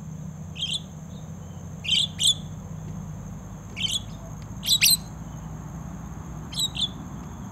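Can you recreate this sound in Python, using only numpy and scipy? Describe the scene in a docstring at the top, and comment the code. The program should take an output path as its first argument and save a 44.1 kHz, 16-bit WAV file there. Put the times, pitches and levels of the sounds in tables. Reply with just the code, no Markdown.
"""Starlings squabble on bare ground in open scrub, with warbled calls and sharp rising squeals.
Each call is a gliding whistle with overtones (fainter, higher copies), scattered back by the bushes.
Dry litter ticks and wings flutter. A cricket scrapes its wings over a chorus of insects,
small birds answer from afar, and engines hum and a horn toots faintly on a distant road."""
import sys
import numpy as np
from scipy import signal
from scipy.fft import rfft, irfft, next_fast_len
from scipy.io import wavfile
from scipy.ndimage import uniform_filter1d

SR = 44100
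rng = np.random.default_rng(int(sys.argv[2]) if len(sys.argv) > 2 else 0)


def waveform_to_disk(signal):
    """Save audio, clipped to [-1, 1], as 16-bit WAV at the path in sys.argv[1]."""
    frames = np.transpose(np.atleast_2d(signal))
    scaled = np.clip(frames, -1, 1) * 32767
    samples = np.round(scaled).astype(np.int16)
    wavfile.write(sys.argv[1], SR, samples)


N = 331191
TIME = np.arange(N) / SR

# Warbles, with levels before the throat colours them; farness runs from 0 (near) to 1 (far):
# first_crest_s, spacing_s, hold_s, first_crest_hz, last_crest_hz, trough_hz, held_hz,
# first_db, held_db, overtones_db_per_octave, farness
WARBLE_CALLS = [(0.564, .025, 0.05, 3240, 4090, 2510, 3185, -33.5, -21, -21.5, 0.2),
                (0.684, 0.027, 0.037, 3600, 4280, 2800, 3470, -25, -19.5, -17.5, 0.1),
                (1.1, 0.024, 0.051, 4050, 4490, 3360, 3695, -60, -49, -30, 1),
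                (1.851, 0.029, 0.045, 2875, 4010, 2410, 3087, -26, -15.5, -23, 0.24),
                (1.961, 0.028, 0.039, 3960, 4260, 2876, 3496, -14, -16.5, -22, 0.01),
                (2.209, .0295, 0.055, 3825, 4440, 2940, 3450, -19, -12, -12.5, 0.03),
                (3.773, 0.027, 0.044, 2930, 3880, 2240, 3090, -27, -19.5, -18, 0),
                (3.889, .025, 0.0408, 3590, 4330, 2818, 3360, -24, -20.5, -11.5, 0.12),
                (4.639, 0.028, 0.055, 4200, 4450, 2850, 3473, -30, -17, -23, 0.16),
                (6.758, 0.026, 0.05, 4200, 4440, 2765, 3455, -27.5, -17, -22.5, 0.06)]
# Squeals: leap_s, after_leap_s, start_hz, top_hz, held_hz, quaver_delay_s, quaver_length_s,
# quaver_depth_hz, sweep_db, top_db, held_db, overtones_db_per_octave, farness
SQUEAL_CALLS = [(4.097, 0.067, 2000, 5370, 3660, 0.024, 0.021, 300, -52, -48, -53, -26, 0.84),
                (4.681, 0.089, 1300, 6045, 3958, .027, 0.016, 500, -33, -17.5, -10.5, -17.5, 0.08),
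                (4.846, 0.11, 1550, 5960, 4117, 0.0303, 0.0232, 600, -6.5, -9.5, -11.5, -11.5, 0.05),
                (6.54, 0.13, 2910, 5480, 3908, .018, .043, 905, -39, -31.5, -16.5, -17, 0.06)]
# Creaks, buzzes and hoarse run-ups to a call:
# start_s, length_s, start_hz, end_hz, start_db, end_db, overtones_db_per_octave, roughness
SLIDE_CALLS = [(1.835, 0.12, 2120, 2700, -47.5, -34.5, -8.5, 0.2),
               (1.947, 0.09, 3080, 3950, -27.5, -27, -18, .05),
               (2.18, 0.022, 1440, 2745, -34.5, -24, -14.5, 0.87),
               (4.648, .033, 1057, 2583, -35, -31, -2, 0.2), (4.805, .02, 1110, 1750, -32, -15, -4, .3),
               (6.525, .02, 1020, 1080, -47.5, -40, 5, .1)]
# Scoops between warbles: start_s, length_s, lowest_hz, level_db, overtones_db_per_octave
SCOOP_CALLS = [(.655, 0.027, 2530, -36, -3.5), (1.941, 0.021, 2312, -22, -5.5),
               (3.859, 0.027, 2214, -31, 1.5)]
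# How throat and beak strengthen or weaken each pitch: pitch_hz, gain_db
THROAT_COLOUR = [(1000, -19.5), (1500, -19), (2300, -9), (2800, -6), (3300, -2.5), (3700, -5), (4200, -7.5),
                 (4900, -6), (5600, -7.5), (6200, -4.5), (7000, -3.5), (8000, 5), (8700, -3), (9400, -4.5),
                 (10300, -1.5), (12200, 2.5), (14000, -2), (16000, -5)]
# Ticks in the dry litter: start_s, level_db, decay_s
LITTER_TICKS = [(2.881, -52.5, 0.01), (2.925, -61, 0.0053), (3.698, -48, .004), (3.725, -49.5, 0.0054),
                (4.422, -37.5, 0.0026), (4.458, -56, .004), (7.235, -49, .005)]
# Wing flutters: middle_s, level_db, half_length_s
WING_PUFFS = [(2.885, -47, 0.018), (3.726, -47, .02)]
# The near cricket's tone: time_s, pitch_hz, level_db, overtone_db
CRICKET_TONE = [(0, 6313, -54, -84), (3.4, 6390, -53, -71.5), (3.8, 6380, -53.5, -66),
                (4.3, 6470, -51, -65.5), (5.8, 6480, -52, -67), (7.5, 6430, -52, -65)]
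# The cricket's pace: time_s, chirps_per_s
CRICKET_PACE = [(0, 16.22), (5, 16.12), (7.5, 15.78)]
# Wing strokes in one chirp: offset_from_middle_s, strength
CRICKET_STROKES = [(-.02, .55), (-.007, .9), (.007, 1)]
# Thin whistles from the far trees: start_s, length_s, start_hz, end_hz, level_db
TREE_WHISTLES = [(1.417, 0.2, 3110, 2990, -66.5), (2.751, 0.38, 3415, 3370, -73),
                 (5.275, .07, 3100, 3020, -62.5), (5.399, 0.066, 3040, 2960, -64.5),
                 (7.095, 0.38, 3420, 3360, -67.5)]
# Noise colours of the insect chorus and a faint hiss: pitch_hz, relative_db
CHORUS_COLOUR = [(5400, -29.5), (5850, -21.5), (6150, -3), (6400, -0.5), (6700, -1), (7000, -7),
                 (7400, -2.5), (7650, -9), (7950, -20), (8500, -37.5)]
HISS_COLOUR = [(1500, 15), (2800, 7.5), (3450, 7), (4100, 2), (5300, -4.5), (8300, -6.5), (9000, -4),
               (10000, -8.5), (11800, -5), (12700, 6), (13300, 1.5), (14200, 0), (16000, 0.5)]
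# An engine gathering speed: time_s, firing_hz, first_harmonic_db, second_harmonic_db
RISING_ENGINE = [(0, 41, -62, -48), (1.5, 45.06, -57.5, -45), (2.6, 47.93, -48.5, -44),
                 (4, 53.33, -45.5, -43), (5.5, 55.95, -46, -53.5), (7.5, 60, -48.5, -85)]
# An engine running steadily: time_s, firing_hz, fifth_harmonic_db, sixth_harmonic_db
STEADY_ENGINE = [(0, 30.87, -40, -45), (1.5, 31.36, -44, -49.5), (3, 31.26, -38.5, -44.5),
                 (4, 31.55, -53.5, -49), (5.1, 30.94, -40.5, -52), (7.5, 32.2, -53, -50.5)]
# Noise colours of exhaust (rumble, roar), gears and tyres: pitch_hz, relative_db
RUMBLE_COLOUR = [(25, -35.5), (45, -10), (70, -2), (110, -0.5), (170, 2.5), (215, -3), (260, -15),
                 (400, -57.5)]
ROAR_COLOUR = [(150, -15.5), (255, 1.5), (330, -4.5), (400, -8), (520, -25)]
GEAR_COLOUR = [(330, -15.5), (420, -5), (490, 1.5), (580, -4), (700, -4), (950, -20.5)]
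TYRE_COLOUR = [(400, -26), (600, -2), (750, 0.5), (1130, -0.5), (1500, -9.5), (2000, -16), (3000, -30),
               (5000, -34)]
# A far horn: middle_s, half_length_s, level_db
HORN_TOOTS = [(4.243, .17, -53), (4.75, .16, -51.5), (5.888, 0.042, -56)]


def starling(i, hz, db, overtones_db, rough, top_fall_db=5.0, lag_db_per_hz=0, lag_s=0.015):
    """A whistle with overtones at samples i; hoarseness shakes its pitch and strength and adds breath."""
    # the throat cannot follow a fast rise in pitch, which can weaken the lowest tone
    lag_hz = np.maximum(hz - uniform_filter1d(hz, int(lag_s * SR)), 0)
    hz = hz * (1 + .06 * rough * wander(2500, len(i)))
    phase = phase_of(hz)
    gains = []
    for k in range(1, 7):
        # each overtone flickers on its own, as when a call mixes with its reflection off the ground
        tilt_db = np.log2(k) * (overtones_db + 3.5 * wander(220, len(i)))
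        throat_db = curves(THROAT_COLOUR, k * hz)[0]
        gains.append(gain(db + throat_db + tilt_db - top_fall_db * max(k - 2, 0)))
    gains[0] *= gain(-lag_db_per_hz * lag_hz)
    voice = 0
    for k, strength in enumerate(gains, 1):
        audible = np.clip((.42 * SR - k * hz) / 1000, 0, 1)  # drops overtones too high to hear
        voice += strength * np.sin(k * phase) * audible
    breath_band = signal.butter(2, [2200, 10500], "band", fs=SR, output="sos")
    breath = signal.sosfilt(breath_band, rng.standard_normal(len(i)))
    voice *= 1 + 0.41 * rough * wander(1400, len(i))
    voice += 0.24 * rough * breath * (gains[0] + gains[1])
    return place(i, np.sqrt(2) * voice)


def call(i, hz, db, overtones_db, attack_s=.008, release_s=.014, droop_hz=149.4, **throat):
    """One push of the voice: a hoarse start, a slightly unsteady middle and a drooping end."""
    since, left = (i - i[0]) / SR, (i[-1] - i) / SR
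    attack = np.maximum(1 - since / attack_s, 0)
    release = np.maximum(1 - left / release_s, 0)
    hz = hz * (1 + 0.00875 * wander(200, len(i))) - droop_hz * release
    db = db - 18.5 * (attack + release) + wander(150, len(i))
    rough = 0.055 + .2 * np.exp(-since / 0.02)
    return starling(i, hz, db, overtones_db, rough, **throat)


def held_note(start, end, hz, sag_hz_per_s=3000):
    """The first and last (time, pitch) points of a note that sags as it is held."""
    sag = sag_hz_per_s * (end - start) / 2
    return [(start, hz + sag), (end, hz - sag)]


def warble(s, spacing, hold, first_hz, last_hz, trough_hz, held_hz, first_db, held_db, overtones_db):
    """The pitch flicks up three times, each higher than the last, then settles on a held note."""
    lead_s, rise_s, crest_s, fall_s = .011, .005, .005, .0145
    last = s + 2 * spacing
    turns = [(s - lead_s, 0.95 * trough_hz), (s - rise_s, trough_hz)]
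    for step in (0, .5, 1):
        crest = s + step * (last - s)
        high = first_hz + (last_hz - first_hz) * step ** 0.62  # climbs fast, then levels off
        turns += [(crest - rise_s / 4, high), (crest + crest_s, .95 * high)]
        if step < 1:
            low = trough_hz + (held_hz - trough_hz) * step
            turns += [(crest + fall_s, low), (crest + spacing - rise_s, low)]
    turns += held_note(last + fall_s, last + hold, held_hz)
    i = span(s - lead_s, last + hold)
    db = glide([(s, first_db), (last + fall_s, held_db)], i)
    return call(i, glide(turns, i), db, overtones_db, top_fall_db=8.5, lag_db_per_hz=0.04)


def squeal(s, length, start_hz, top_hz, held_hz, delay, quaver_s, depth_hz,
           sweep_db, top_db, held_db, overtones_db):
    """A rising sweep leaps up about an octave, steps down, quavers and settles."""
    sweep_s, leap_s, top_s = .027, 0.0032, .018
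    i = span(s - sweep_s, s + length)
    quaver_start, step_hz = s + delay, .78 * top_hz
    turns = [(s - sweep_s, start_hz), (s - .016, 2250), (s - leap_s / 2, 2890),
             (s + leap_s, 0.92 * top_hz), (s + top_s, top_hz),
             (s + top_s + leap_s, step_hz), (quaver_start + leap_s, step_hz)]
    turns += held_note(quaver_start + 2 * leap_s, s + length, held_hz)
    t = i / SR - quaver_start + .0008 * wander(70, len(i))
    quaver_hz = 86.1 * np.sqrt(580 / depth_hz)  # deeper swings take longer
    dips = (t > 0) * (t < quaver_s) * (np.sin(np.pi * quaver_hz * t) ** 4 - .2)
    levels = [(s, sweep_db), (s + leap_s, top_db), (s + top_s, top_db),
              (quaver_start + quaver_s, held_db)]
    return call(i, glide(turns, i) - depth_hz * dips, glide(levels, i), overtones_db, top_fall_db=3.5)


def slide(s, length, start_hz, end_hz, start_db, end_db, overtones_db, rough):
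    """The voice makes a straight, reedy glide."""
    i = span(s, s + length)
    hz = np.linspace(start_hz, end_hz, len(i))
    db = np.linspace(start_db, end_db, len(i))
    return starling(i, hz, db, overtones_db, rough)


def scoop(s, length, low_hz, db, overtones_db, depth_hz=750):
    """The pitch drops from one warble, bottoms out and lifts into the next."""
    i = span(s, s + length)
    hz = low_hz + depth_hz * np.linspace(-1, 1, len(i)) ** 4
    return starling(i, hz, db, overtones_db, rough=0.074, top_fall_db=17)


def flock(voice, table):
    """Shares each call between the bare ground nearby and the far bushes."""
    near, far = np.zeros((2, N))
    for *row, farness in table:
        sound = voice(*row)
        near += sound * (1 - farness)
        far += sound * farness
    return near, far


def litter_ticks():
    """Dry litter cracks as the birds peck and hop."""
    loudness = sum(gain(db) * (TIME >= s) * np.exp(-np.abs(TIME - s) / decay)
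                   for s, db, decay in LITTER_TICKS)
    return loudness * noise([(900, -2.5), (2000, 4.5), (5500, -6.5), (8000, -16.5), (15000, -30)])


def wing_flutters():
    """Beating wings push soft puffs of air as a bird hops up."""
    loudness = sum(gain(db) * np.exp(-((TIME - s) / half) ** 2) for s, db, half in WING_PUFFS)
    return loudness * noise([(180, -14), (280, -6), (370, 1), (460, -19), (900, -27)])


def cricket(stroke_s=0.0031):
    """Three strokes a chirp make the wing ring with a wavering pitch."""
    hz, db, overtone_db = curves(CRICKET_TONE)
    pace, = curves(CRICKET_PACE)
    chirp_count = np.cumsum(pace) / SR
    offset_s = ((chirp_count + .5) % 1 - .5) / pace  # time from the nearest chirp's middle
    strokes = sum(size * np.exp(-((offset_s - s) / stroke_s) ** 2) for s, size in CRICKET_STROKES)
    phase = phase_of(hz * (1 + 0.0062 * wander(700)))
    ring = gain(db) * np.sin(phase) + gain(overtone_db) * np.sin(2 * phase)
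    return np.sqrt(2) * ring * strokes * gain(2.2 * wander(29))


def insects():
    """Countless far insects merge into a high drone over a faint hiss."""
    chorus = noise(CHORUS_COLOUR) * gain(-59 + .5 * wander(25))
    hiss = noise(HISS_COLOUR) * gain(-64 + 0.37 * wander(1.4))
    return chorus + hiss


def far_bird(s, length, start_hz, end_hz, db):
    """Distance leaves only a whistle's lowest tone, wavering and broken."""
    i = span(s, s + length)
    hz = np.linspace(start_hz, end_hz, len(i)) * (1 + 0.0284 * wander(120, len(i)))
    return place(i, gain(db + 2.5 * wander(84, len(i))) * np.sin(phase_of(hz)))


def far_chatter(hz=3340, voices=3):
    """Calls from the far trees blur into a faint, wandering shimmer."""
    return sum(gain(-70.5 + 3.5 * wander(7.6)) * np.sin(phase_of(hz * (1 + 0.062 * wander(60))))
               for _ in range(voices)) / voices


def engine(table, harmonics, waver):
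    """Two harmonics (multiples of the firing rate) carry this far; the air makes them swell and fade."""
    hz, *levels = curves(table)
    phase = phase_of(hz * (1 + waver * wander(6)))
    tones = (gain(db + 0.5 * wander(7)) * np.sin(k * phase) for k, db in zip(harmonics, levels))
    return np.sqrt(2) * sum(tones)


def vehicle(colour, db, nearest_s, reach_s):
    """Vehicle noise, loudest at nearest_s and 3 dB weaker reach_s before or after."""
    return noise(colour) * gain(db) / np.hypot(1, (TIME - nearest_s) / reach_s)


def road():
    """Distant traffic: engines, gears, and exhaust and tyre noise that slowly draw nearer."""
    rumble = vehicle(RUMBLE_COLOUR, db=-38, nearest_s=8.7, reach_s=6.1)
    roar = vehicle(ROAR_COLOUR, db=-46.5, nearest_s=8.0, reach_s=2.26)
    gears = vehicle(GEAR_COLOUR, db=-53.5, nearest_s=2.1, reach_s=2.0)
    tyres = vehicle(TYRE_COLOUR, db=-48.5, nearest_s=6.9, reach_s=2.8)
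    engines = engine(RISING_ENGINE, (1, 2), waver=.008) + engine(STEADY_ENGINE, (5, 6), waver=.018)
    return rumble + roar + gears + tyres + engines


def far_horn(hz=668):
    """A faint horn toots on the road, blurred by distance."""
    toots = sum(gain(db) * np.exp(-((TIME - s) / half) ** 4) for s, half, db in HORN_TOOTS)
    return toots * gain(4 * wander(27)) * np.sin(phase_of(hz * (1 + 0.01393 * wander(50))))


def bushes(sound, near_db, far_db, near_fade_s=0.073, far_fade_s=0.39, dull_hz=6500):
    """Leaves close by scatter the sound at once; the thicket behind returns a longer, duller echo."""
    t = TIME[:SR]
    near, far = rng.standard_normal((2, SR))
    leaves = signal.butter(1, dull_hz, fs=SR, output="sos")
    near = signal.sosfilt(leaves, near) * gain(-60 * t / near_fade_s) * (t > .002)
    far = signal.sosfilt(leaves, signal.sosfilt(leaves, far)) * gain(-60 * t / far_fade_s)
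    far *= 1 - np.exp(-t / 0.014)  # the far echo builds up gradually
    echo = gain(near_db) * near / np.linalg.norm(near) + gain(far_db) * far / np.linalg.norm(far)
    return sound + signal.fftconvolve(sound, echo)[:N]


def gain(db):
    """Turns decibels into a multiplier."""
    return 10 ** (np.asarray(db) / 20)


def phase_of(hz):
    """The running angle of a wave whose pitch changes."""
    return 2 * np.pi * np.cumsum(hz) / SR


def curves(table, at=TIME):
    """Joins a table's rows with straight lines, looked up by its first column."""
    first, *columns = np.transpose(table)
    return [np.interp(at, np.maximum.accumulate(first), column) for column in columns]


def glide(turns, i):
    """A path through (time, value) points with rounded corners."""
    return uniform_filter1d(curves(turns, i / SR)[0], size=131)


def wander(rate, size=N):
    """A smooth random drift of roughly +-1 that changes about rate times a second."""
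    width = max(int(SR / rate), 2)
    steps = np.repeat(rng.standard_normal(size // width + 2), width)
    return 1.3 * uniform_filter1d(uniform_filter1d(steps, width), width)[:size]


def noise(colour):
    """Noise of strength 1, shaped by (pitch_hz, relative_db) points."""
    hz, db = np.transpose(colour)
    size = next_fast_len(N)
    pitches = np.maximum(np.fft.rfftfreq(size, 1 / SR), 1)
    shape = gain(np.interp(np.log(pitches), np.log(hz), db, left=-120, right=-120))
    sound = irfft(rfft(rng.standard_normal(size)) * shape, size)[:N]
    return sound / sound.std()


def span(start, end):
    """The sample numbers between two times."""
    return np.arange(int(start * SR), min(int(end * SR), N))


def place(i, sound):
    """Puts a sound into silence at samples i, with soft edges so it does not click."""
    track = np.zeros(N)
    track[i] = sound * signal.windows.tukey(len(i), min(.006 * SR / len(i), 1))
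    return track


def scene():
    """Near and far birds and the cricket among the bushes, over the insects and the road."""
    warbles, far_warbles = flock(warble, WARBLE_CALLS)
    squeals, far_squeals = flock(squeal, SQUEAL_CALLS)
    slides = sum(slide(*row) for row in SLIDE_CALLS)
    scoops = sum(scoop(*row) for row in SCOOP_CALLS)
    ground = gain(-0.8) * warbles + slides + scoops + litter_ticks()
    near = bushes(ground, near_db=-15, far_db=-26, far_fade_s=0.46, dull_hz=5850)
    # the squeals come from closer by, so their echo is shorter
    near += bushes(gain(-2.56) * squeals, near_db=-15.5, far_db=-26, far_fade_s=0.38, dull_hz=6180)
    whistles = sum(far_bird(*row) for row in TREE_WHISTLES)
    far = bushes(far_warbles + far_squeals + whistles + far_chatter(), near_db=-6, far_db=-8.5)
    chirps = bushes(cricket(), near_db=-12, far_db=-16)
    return (near + far + chirps + insects() + road() + wing_flutters() + far_horn())[None]


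def record(dry, top_hz=15680):
    """A steep filter cuts off the highest treble."""
    return signal.sosfiltfilt(signal.ellip(10, .05, 60, top_hz, fs=SR, output="sos"), dry)


dry = scene()
out = record(dry)
waveform_to_disk(out)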